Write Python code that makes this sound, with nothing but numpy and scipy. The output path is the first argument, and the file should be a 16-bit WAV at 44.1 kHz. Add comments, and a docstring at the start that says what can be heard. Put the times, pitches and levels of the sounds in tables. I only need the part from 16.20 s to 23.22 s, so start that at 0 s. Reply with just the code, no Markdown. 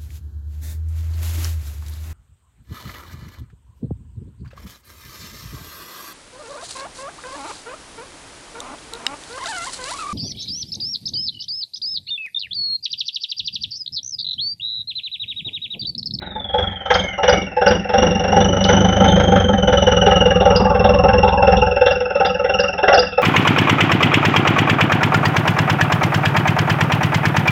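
"""A street, one microphone close to a diesel forklift hoisting an engine-driven generator on chains.
At first the engine hunts in deep surges: each firing knocks the block, puffs the exhaust and swells
a high turbine-like whine. Oil hisses in the lift valve; at 0.7 s the chain snaps taut, links clink
and the mast squeals. From 2 s the engine pulls up in speed, settling by 3.5 s; then the mast rubs
again. Near 6.7 s the engine surges hard and the hanging load clanks once."""
import sys
import numpy as np
from scipy import signal
from scipy.fft import rfft, irfft, next_fast_len
from scipy.io import wavfile
from scipy.ndimage import uniform_filter1d, minimum_filter1d, map_coordinates

SR = 44100
rng = np.random.default_rng(int(sys.argv[2]) if len(sys.argv) > 2 else 0)


def materialize(psi):
    """Save the field psi as 16-bit PCM at rate SR to the path in sys.argv[1].

    A 1-D psi becomes a single channel; in a 2-D psi each row is a channel.
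    """
    bounded = np.clip(np.atleast_2d(psi).T, -1, 1)
    quanta = np.round(bounded * 32767).astype(np.int16)
    wavfile.write(sys.argv[1], SR, quanta)


N = 309582
TIME = np.arange(N) / SR
AGE = np.arange(8192) / SR  # seconds into one blow

# Levels in the tables are relative.
# mean crank speed: t/s, firing rate/Hz
FIRING_RATE = [(0.0, 21.816), (0.258, 22.152), (0.77, 21.775), (0.956, 20.936), (1.308, 20.655),
               (2.045, 23.772), (2.333, 24.694), (2.546, 25.205), (2.962, 25.837), (3.167, 24.127),
               (3.43, 20.476), (3.867, 20.775), (4.255, 20.133), (4.451, 20.699), (5.544, 20.637),
               (6.083, 20.541), (6.764, 20.737), (7.02, 19.031)]
# the hunting governor's fuel surges: t/s, knock/dB, clatter/dB, depth of the following sag/dB
SURGES = [(0.0, -39.5, -43, 12.5), (0.377, -23, -31, 28), (0.705, -18, -18.5, 27.0),
          (1.06, -10, -17.4, 32.5), (1.445, -10, -18, 24.5), (1.737, -12.5, -24, 10),
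          (2.158, -14.5, -26.5, 7.5), (2.484, -15.5, -23.5, 6), (2.802, -15, -24.5, 3),
          (3.12, -15, -28, 4.5), (3.509, -15, -26.5, 2.0), (3.877, -11.5, -24.5, 4), (4.28, -12, -27, 5),
          (4.598, -12, -29, 1.9), (4.93, -13, -28, 7), (5.292, -10.5, -27, 8.5), (5.643, -11, -25.5, 11),
          (5.987, -14.5, -27.5, 6.5), (6.313, -16.5, -27.5, 15.5), (6.717, -8, -17, 24.0),
          (7.021, -12, -20, 23)]
# the four cylinders in firing order: knock/dB, clatter/dB
CYLINDERS = [(0.2, 2.8), (-1.1, 0.65), (-1.5, -1.5), (3.5, 2)]
# late ignitions, which knock hard: t/s, extra knock/dB
HARD_KNOCKS = [(.15, 9.5), (.335, 8), (.98, 6.5), (1.36, 9.5), (2.13, 3.5), (2.485, -0.5)]
# engine block resonances: f/Hz, width/Hz, level/dB
BLOCK_MODES = [(407.6, 20, -14.5), (499.1, 13.8, 3), (568.2, 19.3, -3), (695, 8.7, -21), (748.3, 14, -10),
               (788, 11, -4), (863.3, 15.1, -8)]
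# clatter of the covers and valve gear: f/Hz, level/dB
COVER_SPECTRUM = [(300, -16), (600, 11), (950, 3), (1170, -4), (1340, 4.5), (1620, 2.5), (1850, -4),
                  (2150, -5), (2500, -13.5), (3500, -9.5), (4400, -32), (5600, -22.5), (6300, -33.5),
                  (6900, -67.5)]
# sheet-metal panel resonances: f/Hz, width/Hz, level/dB
PANEL_MODES = [(1308, 53, 9.5), (1470, 130, 5), (1660, 77, 1.5), (1950, 56, -13.5), (3520, 230, -9)]
# the panels' share of the clatter: t/s, level/dB
PANEL_LEVEL = [(0, -3.5), (3, -5.5), (4.5, 1.5), (6.5, 9)]
# exhaust at the crest of a surge: t/s, tailpipe thump/dB, silencer boom/dB
EXHAUST_LEVEL = [(0, -42.5, -39), (.42, -23.5, -32), (.8, -25, -25.5), (1.12, -22, -21.5),
                 (1.5, -22, -19.5), (1.9, -21.5, -17.5), (2.9, -16.5, -13), (3.4, -19.5, -19),
                 (4.3, -19.5, -19.5), (5.45, -17, -22), (5.6, -25.5, -36.5), (5.95, -35, -31.5),
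                 (6.8, -29, -31), (7.02, -26, -27)]
# tailpipe resonances: f/Hz, width/Hz, level/dB
TAILPIPE_MODES = [(53.6, 17.5, -0.88), (85.8, 30, -0.2), (101.6, 15.2, -0.27)]
# silencer resonances: f/Hz, width/Hz, level/dB
SILENCER_MODES = [(176.1, 47, 2.5), (195.6, 29.1, 7.5), (272, 11, -8.5), (358, 150, -13)]
# brightness of the silencer's boom: t/s, tilt/(dB per octave)
BOOM_TILT = [(.4, 4), (2.2, 2), (3.3, -1.5), (5, -7), (7, 0.5)]
# whine pitch at the crest of a surge: t/s, f/Hz
WHINE_PITCH = [(0.0, 3905), (0.3, 3396), (0.85, 3180), (1.05, 2945), (1.4, 2853), (2.1, 2842), (2.3, 2960),
               (2.8, 3054), (3.0, 3184), (3.3, 3142), (3.55, 2964), (4.2, 2852), (4.55, 2747), (5.9, 2752),
               (6.8, 2802.0), (7.02, 2784)]
# whine strength at the crest of a surge: t/s, fundamental/dB, octave/dB
WHINE_LEVEL = [(0.0, -38, -77.3), (0.25, -23, -75), (0.55, -17.5, -59.5), (0.72, -20, -35),
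               (1.1, -20, -25.5), (2.2, -25.5, -29.5), (2.55, -22.5, -27.5), (3.2, -26, -39.5),
               (3.7, -19.5, -31), (4.05, -17.5, -34.5), (4.5, -27.5, -37), (5.45, -19.5, -32.5),
               (6.2, -25.5, -38.4), (6.45, -18.5, -28), (7.02, -17, -26.5)]
# chain links settling: t/s, level/dB
CLINKS = [(0.7402, -13), (1.0909, -10.5), (1.477, -7.5), (4.3615, -2.5), (5.7189, -24.5), (6.0591, -16.5),
          (6.4009, -10), (6.7426, -2.5), (6.7915, -1.5)]
# ring of one link: f/Hz, level/dB, t60/s
LINK_MODES = [(4770, -13, 0.02), (5030, -7.5, 0.026), (4900, 5, 0.03), (5160, 1.5, 0.056),
              (6130, -13.5, .03)]
# the hanging frame shifts: t/s, level/dB
CLANKS = [(6.682, -5.5)]
# ring of the frame: f/Hz, level/dB, t60/s
FRAME_MODES = [(704, -10, 0.13), (1140, -12, 0.27), (1410, -4, 0.17), (1970, -4, 0.29)]
# the chain snaps taut: t/s, level/dB
SNAPS = [(0.741, -21), (2.441, -17)]
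# mast and lift cylinder rubbing: start t/s, end t/s, start f/Hz, end f/Hz, level/dB
RUBS = [(0.734, 1.024, 2280, 2010, -31), (1.03, 1.277, 2186, 2223, -27), (4.248, 4.501, 915, 890, -24.5),
        (3.901, 5.6, 1205, 977, -29), (5.031, 5.3, 902, 840, -19), (6.663, 6.813, 770, 701, -12.5),
        (6.681, 6.79, 631, 549, -18.5)]
# oil hissing through the lift valve: t/s, level/dB
OIL_LEVEL = [(0, -47), (.3, -53.5), (.48, -40), (.62, -45.5), (1.1, -41.5), (1.3, -45), (1.9, -38),
             (3.5, -59)]
# colour of that hiss: f/Hz, level/dB
OIL_SPECTRUM = [(1200, -21), (1800, 2.5), (2250, -2.5), (2480, -12), (2700, -24.5), (5000, -42)]
# fan and street air: f/Hz, level/dB
AIR_SPECTRUM = [(20, -18.5), (60, -2.5), (200, 6.5), (800, -12.5), (2000, -16), (4000, -37.5), (7200, -64)]

RISE_SHARE = .41  # part of a surge cycle in which the fuel returns
KICK = .26  # extra dB of knock per dB of rise since the last firing
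KNOCK_SCATTER_DB, CLATTER_SCATTER_DB, BOOM_SCATTER_DB = 1.07, 1.28, 2.05  # from firing to firing
THUMP_SAG, BOOM_SAG, WHINE_SAG, OCTAVE_SAG = .73, .69, .62, .97  # dB lost per dB of fuel sag
EXHAUST_LAG_S, WHINE_LAG_S, SPOOL_LAG_S = .055, .037, .08  # delays behind the fuel
SAG_HZ_PER_DB = 6  # the turbine slows as the fuel sags
SWING_CYCLES_PER_DB, SWING_LAG = .0021, .305  # crank swing per dB of sag depth; lag in surge cycles


def engine(fired):
    """The main source, close up: combustion rings the block, and the covers clatter with it."""
    knock_db, clatter_db = combustion(fired)
    knocks, rattles = block_knock(fired, knock_db), clatter(fired, clatter_db)
    lit = fired + .0007 * rng.standard_normal(len(fired))  # ignition lag differs from stroke to stroke
    return train(lit, knocks, knock_db, delay=.0026) + train(lit, rattles, clatter_db + 3.04, delay=-.001)


def crank():
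    """Firing cycles turned so far, and the firing times; every surge swings the crank ahead and back."""
    phase = surge_phase(TIME)
    depth_db = np.interp(phase - .5, np.arange(len(SURGES)), np.transpose(SURGES)[3])
    swing = SWING_CYCLES_PER_DB * depth_db * np.sin(2 * np.pi * (phase - SWING_LAG))
    cycles = np.cumsum(curves(FIRING_RATE, TIME)[0]) / SR + swing - .36
    return cycles, TIME[1:][np.diff(np.floor(cycles)) > 0]


def surge_phase(at):
    """Surges passed so far, with the fraction of the present one."""
    return np.interp(at, np.transpose(SURGES)[0], np.arange(len(SURGES)))


def fuel_sag(at):
    """How many dB the fuel has fallen: it runs down after a surge and climbs back to the next."""
    passed, part = np.divmod(surge_phase(at), 1)
    depth_db = np.transpose(SURGES)[3][passed.astype(int)]
    return depth_db * np.minimum(part / (1 - RISE_SHARE), (1 - part) / RISE_SHARE)


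def combustion(fired):
    """Knock and clatter dB of each firing: the fuel, its cylinder and a little chance."""
    knock_db, clatter_db, _ = curves(SURGES, fired)
    sag_db = fuel_sag(fired)
    knock_db -= sag_db
    knock_db += KICK * np.maximum(np.diff(knock_db, prepend=knock_db[0]), 0)
    for time, extra_db in HARD_KNOCKS:
        knock_db[np.argmin(np.abs(fired - time))] += extra_db
    own_knock_db, own_clatter_db = np.array(CYLINDERS)[np.arange(len(fired)) % len(CYLINDERS)].T
    chance = rng.standard_normal((len(fired), 2)).T
    return (knock_db + own_knock_db + KNOCK_SCATTER_DB * chance[0],
            clatter_db - sag_db + own_clatter_db + CLATTER_SCATTER_DB * chance[1])


def block_knock(fired, knock_db):
    """Each firing rings the block, brighter at the start of a surge, at speed and on soft firings."""
    rise_db = np.clip(np.diff(knock_db, prepend=-45), 0, 18)
    softness_db = np.maximum(-17.5 - knock_db, 0)
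    tilt = .5 * rise_db + 1.3 * (curves(FIRING_RATE, fired)[0] - 21) + .53 * softness_db - 1
    push = blows(fired, rough=.73, rise=.001, t60=.084)
    return filtered(push, resonances(BLOCK_MODES, len(fired), spread_db=4, tilt=tilt[:, None]))


def clatter(fired, clatter_db):
    """Piston slap and valve gear rattle the covers and ring the sheet-metal panels."""
    # the hardest firings are also the brightest, the softest are dull
    bright = amp(np.clip(1.6 * (clatter_db + 23.5), -20, 5))[:, None]
    dull = amp(np.clip(.92 * (clatter_db + 29), -12, 0))[:, None]
    above = lambda hz, edge_hz, order=4: hz ** order / (hz ** order + edge_hz ** order)
    treble = lambda hz: (1 + bright * above(hz, 1200)) * (1 + (dull - 1) * above(hz, 850))
    panels = resonances(PANEL_MODES, len(fired), spread_db=8.5)
    panel_gain = amp(curves(PANEL_LEVEL, fired)[0])[:, None]
    # the panels radiate little outside their own range
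    band = lambda hz: above(hz, 1100., order=8) / (1 + (hz / 3900) ** 14)
    slap = (1 - np.exp(-(AGE / .006) ** 2)) * (decay(t60=.11) + amp(-16) * decay(t60=.39))
    grit = lambda: slap * rng.standard_normal((len(fired), len(AGE)))
    covers = filtered(grit(), lambda hz: amp(-3) * colour(COVER_SPECTRUM)(hz) * treble(hz))
    return covers + panel_gain * filtered(grit(), lambda hz: panels(hz) * band(hz))


def exhaust(fired):
    """Every puff thumps in the tailpipe and booms in the silencer."""
    thump_db, boom_db = curves(EXHAUST_LEVEL, fired)
    sag_db = fuel_sag(fired - EXHAUST_LAG_S)
    thump_db -= THUMP_SAG * sag_db
    boom_db += BOOM_SCATTER_DB * rng.standard_normal(len(fired)) - BOOM_SAG * sag_db
    # faster running sharpens the puffs and feeds the pipe's upper resonance
    pipe_tilt = 2 * np.clip(curves(FIRING_RATE, fired)[0] - 21, 0, 6)[:, None]
    pipe = resonances(TAILPIPE_MODES, len(fired), spread_db=1.2, tilt=pipe_tilt)
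    thump = filtered(blows(fired, rough=.045, rise=.0025, t60=.16), pipe)
    thump = signal.sosfilt(signal.butter(3, [40, 190], "band", fs=SR, output="sos"), thump)
    boom_tilt = curves(BOOM_TILT, fired)[0][:, None]
    silencer = resonances(SILENCER_MODES, len(fired), spread_db=1.5, tilt=boom_tilt)
    boom = filtered(blows(fired, rough=.8, rise=.0044, t60=.11), silencer)
    # the thump and boom start a little early, so each swells to its peak just after the firing
    return train(fired, thump, thump_db, delay=-.01743) + train(fired, boom, boom_db, delay=-.00071)


def turbine_whine(cycles):
    """Each exhaust puff speeds up the turbine and swells its raspy whistle, which sags until the next."""
    pitch = curves(WHINE_PITCH, TIME)[0] - SAG_HZ_PER_DB * fuel_sag(TIME - SPOOL_LAG_S)
    first_db, octave_db = curves(WHINE_LEVEL, TIME)
    sag_db = fuel_sag(TIME - WHINE_LAG_S)
    sway = .01 * np.cos(2 * np.pi * (cycles + .082)) + .011 * wobble(450)
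    phase = 2 * np.pi * np.cumsum(pitch * (1 + sway)) / SR
    # at speed the puffs run together, and in a lull the turbine coasts smoothly
    steady = .012 + .006 * np.maximum(curves(FIRING_RATE, TIME)[0] - 21, 0)
    steady += .0016 * np.maximum(sag_db - 14, 0)

    def throb(lead, rise, fall):
        """One swell per firing above the steady level; times in cycles."""
        part = (cycles + lead) % 1
        return unit(steady + (1 - np.exp(-(part / rise) ** 2)) * np.exp(-part / fall))

    def rasp(harmonic, rough):
        """A harmonic that flutters in level and phase."""
        flutter = lambda: rough * wobble(300 * harmonic)
        return unit(np.sin(harmonic * phase) * (1 + flutter()) + flutter() * np.cos(harmonic * phase))

    first_gain = amp(first_db - WHINE_SAG * sag_db - 2) * throb(lead=.07, rise=.24, fall=.13)
    octave_gain = amp(octave_db - OCTAVE_SAG * sag_db - .5) * throb(lead=.015, rise=.1, fall=.21)
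    return first_gain * rasp(1, rough=.44) + octave_gain * rasp(2, rough=.43)


def chain_clinks():
    """Links settle under the load with a short, high ring."""
    links = struck_steel(CLINKS, LINK_MODES, scrape_t60=.063)
    return filtered(links, colour([(3000, -5.5), (4500, -3.5), (5500, -5), (6800, -27)]))


def load_clank():
    """The generator's hanging frame shifts and rings."""
    return struck_steel(CLANKS, FRAME_MODES, scrape_t60=.11)


def chain_snaps():
    """A link jerks into place with a dry clack."""
    times, db = np.transpose(SNAPS)
    clack = colour([(1500, -22.5), (3600, 7), (5300, 2), (6800, -29)])
    noise = unit(filtered(rng.standard_normal((len(times), len(AGE))), clack))
    return place(times, amp(db)[:, None] * noise * decay(t60=.051))


def mast_squeal():
    """The mast rubs in rough, mostly falling tones as it takes the weight."""
    squeal = np.zeros(N)
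    grip = .18 + wobble(170) + 1j * wobble(170)
    for start, end, from_hz, to_hz, db in RUBS:
        progress = np.clip((TIME - start) / (end - start), 0, 1)
        phase = 2 * np.pi * np.cumsum(from_hz + (to_hz - from_hz) * progress) / SR
        tone = unit(grip.real * np.sin(phase) + grip.imag * np.cos(phase))
        squeal += amp(db) * np.sin(np.pi * progress) * tone
    return squeal


def oil_hiss():
    """The lift valve hisses in a narrow band while the load comes off the ground."""
    return amp(curves(OIL_LEVEL, TIME)[0]) * unit(filtered(rng.standard_normal(N), colour(OIL_SPECTRUM)))


def street_echo(sound):
    """Nearby walls and a parked lorry scatter a short answer back to the microphone."""
    walls = colour([(100, -11.5), (500, -9.5), (3000, -4), (7000, -4)])
    tail = filtered(rng.standard_normal(len(AGE)), walls) * decay(t60=.31) * (AGE > .006)
    return signal.fftconvolve(sound, tail / np.linalg.norm(tail))[:N]


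def background_air():
    """A soft, steady rush of fan and street behind the machine."""
    return amp(-48.5) * unit(filtered(rng.standard_normal(N), colour(AIR_SPECTRUM)))


def blows(fired, rough, rise, t60):
    """One push per firing: a blunt kick and a dying rattle; rough is the rattle's share."""
    noise = rng.standard_normal((len(fired), len(AGE)))
    rattle = unit(noise * (1 - np.exp(-AGE / rise)) * decay(t60))
    push = np.sqrt(rough) * rattle + np.sqrt(1 - rough) * unit(1. * (AGE == 0))
    return signal.sosfilt(signal.butter(4, 1100, fs=SR, output="sos"), push)


def resonances(modes, count, spread_db, tilt=0.):
    """Responses for count firings, each shaking the modes at new strengths; tilt in dB per octave."""
    gains = [amp(db + spread_db * rng.standard_normal((count, 1)) + tilt * np.log2(hz / 600))
             for hz, _, db in modes]
    return lambda f: sum((-1) ** k * gains[k] * 1j * f * width / (hz * hz - f * f + 1j * f * width)
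                         for k, (hz, width, _) in enumerate(modes))


def struck_steel(events, modes, scrape_t60):
    """Steel rings under a short, rough scrape as it seats."""
    age = np.arange(SR // 2) / SR
    hz, db, t60 = np.transpose(modes)
    ring = amp(db) @ (np.sin(2 * np.pi * hz[:, None] * age) * decay(t60[:, None], age))
    times, peak_db = np.transpose(events)
    scrapes = rng.standard_normal((len(times), len(age))) * decay(scrape_t60, age)
    sounds = signal.fftconvolve(scrapes, ring[None], axes=1)[:, :len(age)]
    return place(times, amp(peak_db)[:, None] * sounds / np.abs(sounds).max(axis=1, keepdims=True))


def train(fired, sounds, db, delay):
    """One sound per firing, sized so that its cycle has the given rms level."""
    cycle_s = 1 / curves(FIRING_RATE, fired)[0]
    return place(fired + delay, unit(sounds) * (amp(db) * np.sqrt(cycle_s / AGE[-1]))[:, None])


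def place(times, sounds):
    """Sum of sounds, each starting at its time."""
    index = np.round(times * SR).astype(int)[:, None] + np.arange(sounds.shape[1])
    inside = (index >= 0) & (index < N)
    return np.bincount(index[inside], sounds[inside], N)


def filtered(x, response):
    """Rows of x through a complex frequency response."""
    size = x.shape[-1]
    padded = next_fast_len(size + 4096)
    return irfft(rfft(x, padded) * response(np.fft.rfftfreq(padded, 1 / SR)), padded)[..., :size]


def colour(points):
    """Response through (f/Hz, level/dB) points on a log axis."""
    f, db = np.transpose(points)
    return lambda hz: amp(np.interp(np.log(hz + 1), np.log(f), db))


def curves(rows, at):
    """Each column after the time, read at the given times."""
    times, *columns = np.transpose(rows)
    return [np.interp(at, times, column) for column in columns]


def wobble(rate):
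    """A smooth random curve, rate knots a second."""
    return map_coordinates(rng.standard_normal(int(N * rate / SR) + 4), [TIME * rate])


def decay(t60, age=AGE):
    """A fall of 60 dB every t60 seconds."""
    return amp(-60 * age / t60)


def amp(db):
    """Decibels to gain."""
    return 10 ** (np.asarray(db) / 20)


def unit(x):
    """Each row at rms 1."""
    return x / np.sqrt(np.mean(x ** 2, axis=-1, keepdims=True) + 1e-20)


def scene():
    """At the microphone: engine and exhaust direct, whine and lifting gear with a little street echo."""
    cycles, fired = crank()
    steel = chain_clinks() + load_clank() + chain_snaps()
    bright = turbine_whine(cycles) + steel + mast_squeal() + oil_hiss()
    air = background_air()
    return (engine(fired) + exhaust(fired) + bright + amp(-10) * street_echo(bright) + air)[None]


def record(dry):
    """After the microphone, a fast limiter holds the peaks and a steep low-pass cuts at 7 kHz."""
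    needed = np.minimum(1, .98 / (np.abs(dry) + 1e-9))
    gain = uniform_filter1d(minimum_filter1d(needed, size=130), size=130)
    return filtered(dry * gain, lambda hz: 1 / (1 + (hz / 7000) ** 60))


dry = scene()
out = record(dry)
materialize(out)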